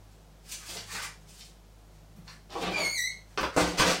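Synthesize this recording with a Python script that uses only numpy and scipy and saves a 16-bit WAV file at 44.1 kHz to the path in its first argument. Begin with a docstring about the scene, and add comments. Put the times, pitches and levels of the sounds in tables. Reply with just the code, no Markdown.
"""A small, hard-walled room with a tiled floor, across which a tall bin is shifted. Feet scuff and the
base drags (sliding friction), the rim squeaks (stick-slip oscillation), then the bin knocks down in its
corner and gets a last shove, its shell ringing in damped modes. Friction, impacts and footfalls
reverberate between the walls; a low appliance hum and faint room air run underneath."""
import sys
import numpy as np
from scipy import signal
from scipy.fft import rfft, irfft
from scipy.io import wavfile
from scipy.ndimage import uniform_filter1d

SR = 44100
rng = np.random.default_rng(int(sys.argv[2]) if len(sys.argv) > 2 else 0)


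def persist_wave(psi):
    """Save psi, clipped to +-1, as 16-bit WAV."""
    counts = np.round(np.clip(psi, -1, 1) * 32767).astype(np.int16)
    wavfile.write(sys.argv[1], SR, np.atleast_2d(counts).T)


N = 176400
T = np.arange(N) / SR

# knocks of the bin (time [s], thud [dB], clack [dB], crack [dB], ring [dB])
BIN_KNOCKS = [(2.552, -29, -52, -68, -41), (3.375, -51, -22, -37, -36), (3.43, -31.5, -26, -48, -40),
              (3.564, -19.5, -33.5, -24.5, -24.5), (3.574, -17.5, -30.5, -36.5, -16),
              (3.675, -40, -39, -38.5, -28), (3.798, -31, -19, -50, -19)]


def knocks(contact_s=0.0092, rattle_s=0.027):
    """Impact excitation: brief forces draw a thud from the body, a clack from the rim, a lid rattle."""
    # spectra of body, rim and lid (frequency [Hz], relative level [dB])
    thud_spectrum = [(40, -26), (150, -19), (290, 3), (400, -6), (520, 0), (800, 0), (1200, -6),
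                     (1800, -17.5), (5000, -45), (15000, -56)]
    clack_spectrum = [(40, -43), (180, -11.5), (400, 4.5), (800, 2), (1300, 10), (2200, -0.5), (4000, -3),
                      (6000, -7.5), (7500, -28), (15000, -47)]
    crack_spectrum = [(200, -12), (1500, 3), (3000, 2), (6000, -3), (8500, -1.5), (10500, -13),
                      (15500, -19)]
    times, thud_db, clack_db, crack_db, _ = np.array(BIN_KNOCKS).T
    thud = colour(blows(times, thud_db, contact_s), thud_spectrum)
    clack = colour(blows(times, clack_db, contact_s), clack_spectrum)
    crack = colour(blows(times, crack_db, rattle_s), crack_spectrum)
    return thud + clack + crack


def shell_ringing(gain_db=-12):
    """Free vibration: after each knock the shell's modes, slightly detuned, decay exponentially."""
    # modes of the shell (frequency [Hz], level [dB], 60 dB decay time [s])
    modes = [(159.4, -14.5, 0.62), (175.5, -3.5, 1), (194.5, -15, 0.82), (302, 1, 0.58), (488, 0, 0.39),
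             (496, -11, 0.19), (522, -3, .3), (587, -13, 0.35), (783, -0.5, 0.16), (925, -3.5, .3),
             (1068, 0, 0.25), (1216, -17, 0.2)]
    ring = np.zeros(N)
    for time, *_, ring_db in BIN_KNOCKS:
        start = int(time * SR)
        t = T[:N - start]
        detunings = 1 + 0.0082 * rng.standard_normal(len(modes))
        for (hz, mode_db, t60), detune in zip(modes, detunings):
            envelope = undb(ring_db + mode_db + gain_db) * np.exp(-np.log(1000) * t / t60)
            ring[start:] += envelope * np.sin(2 * np.pi * hz * detune * t)
    return ring


def squeak(jitter=0.013, jitter_hz=300):
    """Stick-slip oscillation: the rim grips and lets go at a wavering rate, giving a harmonic series."""
    # course of the squeak (time [s], pitch [Hz], level [dB], spectral tilt [dB/octave])
    course = [(2.724, 2400, -33, -10), (2.75, 2368, -27.5, -9.5), (2.786, 2258, -32, 0),
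              (2.832, 2227, -29.5, 1.5), (2.858, 2122, -25.5, 1), (2.888, 2239, -34.5, 1.5),
              (2.924, 2286, -28.5, 1.5), (2.955, 2120, -32.5, 0.5), (2.982, 1977, -24, 2.5),
              (3.006, 1917, -35.5, 6.5), (3.044, 2000, -29, 0.5), (3.082, 2151, -37, -1),
              (3.114, 2186, -49, -3)]
    # harmonics from the fundamental up, before the tilt (relative level [dB])
    harmonics_db = [0.5, -3, -7.5, -14, -22, -23, -26, -27]
    times, hz, level_db, tilts = np.array(course).T
    pitch = np.interp(T, times, hz) * (1 + jitter * walk(jitter_hz))
    phase = 2 * np.pi * np.cumsum(pitch) / SR
    tilt = np.interp(T, times, tilts)
    gains = [undb(db + tilt * np.log2(k)) for k, db in enumerate(harmonics_db, 1)]
    tone = sum(gain * np.sin(k * phase) for k, gain in enumerate(gains, 1))
    tone_rms = np.sqrt(sum(gain ** 2 for gain in gains) / 2)
    envelope = undb(np.interp(T, times, level_db)) * (T > times[0]) * (T < times[-1])
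    return envelope * tone / tone_rms


def slides():
    """Forced vibration: friction grates the base on the tiles and drives a rumble in the hollow body."""
    # drags of the base (start [s], length [s], rise [s], release [s], rumble [dB], grating [dB])
    drags = [(0.675, 0.099, 0.023, 0.025, -47.5, -51), (0.894, 0.108, 0.045, 0.015, -50, -45),
             (2.491, 0.17, 0.038, .02, -41, -44.5), (2.604, 0.084, 0.016, 0.078, -33.5, -59),
             (2.685, 0.16, 0.12, 0.015, -41, -37), (3.567, .11, 0.014, 0.14, -35.5, -36),
             (3.771, 0.082, 0.025, 0.051, -27, -23)]
    # spectra of body and base (frequency [Hz], relative level [dB])
    rumble_spectrum = [(30, -24), (60, -10), (120, -11), (175, 3.5), (250, -7), (340, 0), (750, -2),
                       (1100, -8), (1800, -13.5), (3500, -9), (15000, -54.5)]
    grating_spectrum = [(100, -7.5), (600, -4), (1100, -1), (1600, 2.5), (3000, -2), (4500, -0.5),
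                        (6200, -3), (7200, -8), (9000, -10), (10500, -17), (15500, -20)]
    rumble, grating = 0, 0
    for start, length, rise, release, rumble_db, grating_db in drags:
        speed = np.clip((T - start) / rise, 0, 1) * np.exp(-np.maximum(T - start - length, 0) / release)
        rumble += undb(rumble_db) * speed
        grating += undb(grating_db) * speed
    return sum(colour(envelope * friction(grain_db=3.5, judder_db=4.5), spectrum)
               for envelope, spectrum in ((rumble, rumble_spectrum), (grating, grating_spectrum)))


def scuffs():
    """Friction noise follows sliding speed: a light hiss, and a rasp when weight bears on the contact."""
    # soles and bin brushing the tiles (peak time [s], rise [s], fall [s], hiss [dB], rasp [dB])
    strokes = [(.17, 0.16, 0.056, -70, -73), (0.514, 0.047, 0.039, -40, -57),
               (0.688, 0.11, 0.11, -39, -47.5), (.775, 0.011, 0.032, -58, -44),
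               (.962, 0.062, 0.055, -37, -35), (1.026, 0.0097, 0.02, -40, -30),
               (1.40, 0.14, 0.087, -53.5, -64), (1.96, 0.054, 0.015, -65, -63),
               (2.302, 0.032, 0.025, -46.5, -48), (2.625, 0.024, 0.029, -43, -65),
               (2.847, 0.016, 0.026, -35, -40), (3.30, 0.017, 0.087, -59, -68),
               (3.55, 0.018, 0.017, -48.5, -44)]
    # spectra of light and loaded contact (frequency [Hz], relative level [dB])
    hiss_spectrum = [(200, -6), (1000, -42.5), (2500, -0.5), (5000, 2.5), (7000, 1.5), (9000, 0.5),
                     (10500, -6), (15500, -9.5)]
    rasp_spectrum = [(80, -17), (170, -8.5), (400, -12.5), (700, -4.5), (1000, 1.5), (1700, 6), (2300, 3.5),
                     (3000, -5.5), (5000, -3.5), (15000, -34)]
    hiss, rasp = 0, 0
    for peak, rise, fall, hiss_db, rasp_db in strokes:
        speed = np.exp(-((T - peak) / np.where(T < peak, rise, fall)) ** 2)
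        hiss += undb(hiss_db) * speed
        rasp += undb(rasp_db) * speed
    return sum(colour(envelope * friction(grain_db=-0.5, judder_db=5), spectrum)
               for envelope, spectrum in ((hiss, hiss_spectrum), (rasp, rasp_spectrum)))


def feet():
    """Impact noise: long, soft contacts of the feet sound dull; short snaps of grit sound bright."""
    # heavy footfalls, and grit snapping under the load (time [s], level [dB])
    footfalls = [(0.701, -49), (2.162, -40.5), (2.585, -38.5), (2.703, -36.5), (3.406, -25.5),
                 (3.611, -26.5), (3.795, -19.5)]
    grit_snaps = [(0.77, -34), (1.408, -40.5), (2.279, -46), (2.504, -46.5), (2.611, -40), (3.117, -53)]
    # their spectra (frequency [Hz], relative level [dB])
    footfall_spectrum = [(25, -25), (60, 1), (110, -14), (175, -3.5), (240, -14.5), (600, -29.5),
                         (4000, -42)]
    grit_spectrum = [(200, -26), (1000, -22), (2000, -8), (3000, 4.5), (4500, 6.5), (5600, 3),
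                     (7000, -11.5), (15000, -26)]
    steps = colour(blows(*np.array(footfalls).T, contact_s=0.021), footfall_spectrum)
    grit = colour(blows(*np.array(grit_snaps).T, contact_s=0.002), grit_spectrum)
    return steps + grit


def friction(grain_db, judder_db, slips_per_s=5900, judder_hz=70):
    """Shot noise: dense micro-slips of uneven size under a juddering pressure."""
    slips = (rng.random(N) < slips_per_s / SR) * np.sign(rng.standard_normal(N))
    sizes = undb(grain_db * np.minimum(rng.exponential(size=N), 5))
    pressure = undb(judder_db * walk(judder_hz))
    return unit(slips * sizes * pressure)


def blows(times, levels_db, contact_s, hold_s=0.01):
    """Contact chatter: decaying noise bursts, each with the energy of its level held for hold_s."""
    force = sum(undb(db) * (T >= time) * np.exp(-np.abs(T - time) / contact_s)
                for time, db in zip(times, levels_db))
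    return force * rng.standard_normal(N) * np.sqrt(2 * hold_s / contact_s)


def room(direct, patterns=4, drift_hz=22.098, reverb_db=4):
    """Reflection paths depend on position: a moving source drifts between patterns of reflections."""
    shares = np.array([walk(drift_hz) for _ in range(patterns)])
    shares /= np.linalg.norm(shares, axis=0)
    reverb = sum(signal.fftconvolve(direct * share, room_response())[:N] for share in shares)
    return (direct + undb(reverb_db) * reverb) / np.hypot(1, undb(reverb_db))


def room_response(build_s=0.0031):
    """Diffuse reverberation: dense reflections build up and decay, soonest in the highest treble."""
    # tail from tiles and walls (frequency [Hz], 60 dB decay time [s], relative level [dB])
    tail_bands = [(100, 0.24, -1.5), (400, 0.31, 0.5), (1480, 0.31, 0.5), (3700, 0.33, -1.5),
                  (7650, 0.29, 0), (10200, 0.3, -2.5), (15000, 0.18, -1.5)]
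    hz, t60s, db = np.array(tail_bands).T
    t = T[:SR]
    spectrum = rfft(rng.standard_normal(SR))
    log_hz = np.log(np.arange(len(spectrum)) + 1)
    bands = [irfft(spectrum * np.interp(log_hz, np.log(hz), gains)) for gains in np.diag(undb(db))]
    tail = sum(band * np.exp(-np.log(1000) * t / t60) for band, t60 in zip(bands, t60s))
    return unit(tail * (1 - np.exp(-t / build_s))) / np.sqrt(SR)


def appliance_hum(waver_hz=7.2, fundamental_waver_db=0.6, overtone_waver_db=3.5):
    """A line spectrum with amplitude modulation: the lowest line is nearly steady, the others waver."""
    # lines of the hum (frequency [Hz], level [dB])
    lines = [(49.6, -55.5), (103, -61.5), (154, -67.5)]
    hum = 0
    for k, (hz, db) in enumerate(lines):
        waver_db = (overtone_waver_db if k else fundamental_waver_db) * walk(waver_hz)
        hum += undb(db + waver_db) * np.sqrt(2) * np.sin(2 * np.pi * (hz * T + rng.random()))
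    return hum


def room_air(level_db=-59):
    """Stationary broadband noise: still room air, strongest in the bass."""
    # spectrum of the air (frequency [Hz], relative level [dB])
    air_spectrum = [(20, -35), (50, -12), (80, 0), (120, -8), (165, 6), (260, -7), (400, -5.5), (725, -7),
                    (1000, -12), (2000, -18.5), (3850, -20), (5700, -20.5), (10000, -26.5), (15500, -29.5)]
    return undb(level_db) * colour(rng.standard_normal(N), air_spectrum)


def colour(x, points, size=8192):
    """Minimum-phase filtering at unit power gain, shaped by (frequency [Hz], level [dB]) points."""
    hz, db = np.array(points).T
    log_hz = np.log(np.arange(size // 2 + 1) * SR / size + 1)
    gain = unit(undb(np.interp(log_hz, np.log(hz), db)))
    cepstrum = irfft(np.log(gain))
    cepstrum[1:size // 2] *= 2  # folding onto positive time makes the filter causal
    cepstrum[size // 2 + 1:] = 0
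    return signal.fftconvolve(x, irfft(np.exp(rfft(cepstrum))))[:N]


def walk(rate_hz):
    """Smooth random fluctuation of rms 1."""
    span = max(int(SR / rate_hz), 1)
    stairs = rng.standard_normal(N)[np.arange(N) // span]
    return unit(uniform_filter1d(uniform_filter1d(stairs, span), span))


def undb(db):
    """Decibels to amplitude ratio."""
    return 10 ** (np.asarray(db) / 20)


def unit(x):
    """Normalisation to rms 1."""
    return x / np.sqrt(np.mean(x ** 2))


def scene(floor_db=-2):
    """Superposition: the reverberant floor sounds add to the shell's ring, the hum and the air."""
    floor = room(scuffs() + slides() + squeak() + knocks() + feet())
    return (undb(floor_db) * floor + shell_ringing() + appliance_hum() + room_air())[None]


def record(dry, cutoff_hz=15800):
    """Band limiting: a steep low-pass removes the highest treble."""
    return signal.sosfilt(signal.ellip(10, .2, 70, cutoff_hz, fs=SR, output="sos"), dry)


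dry = scene()
out = record(dry)
persist_wave(out)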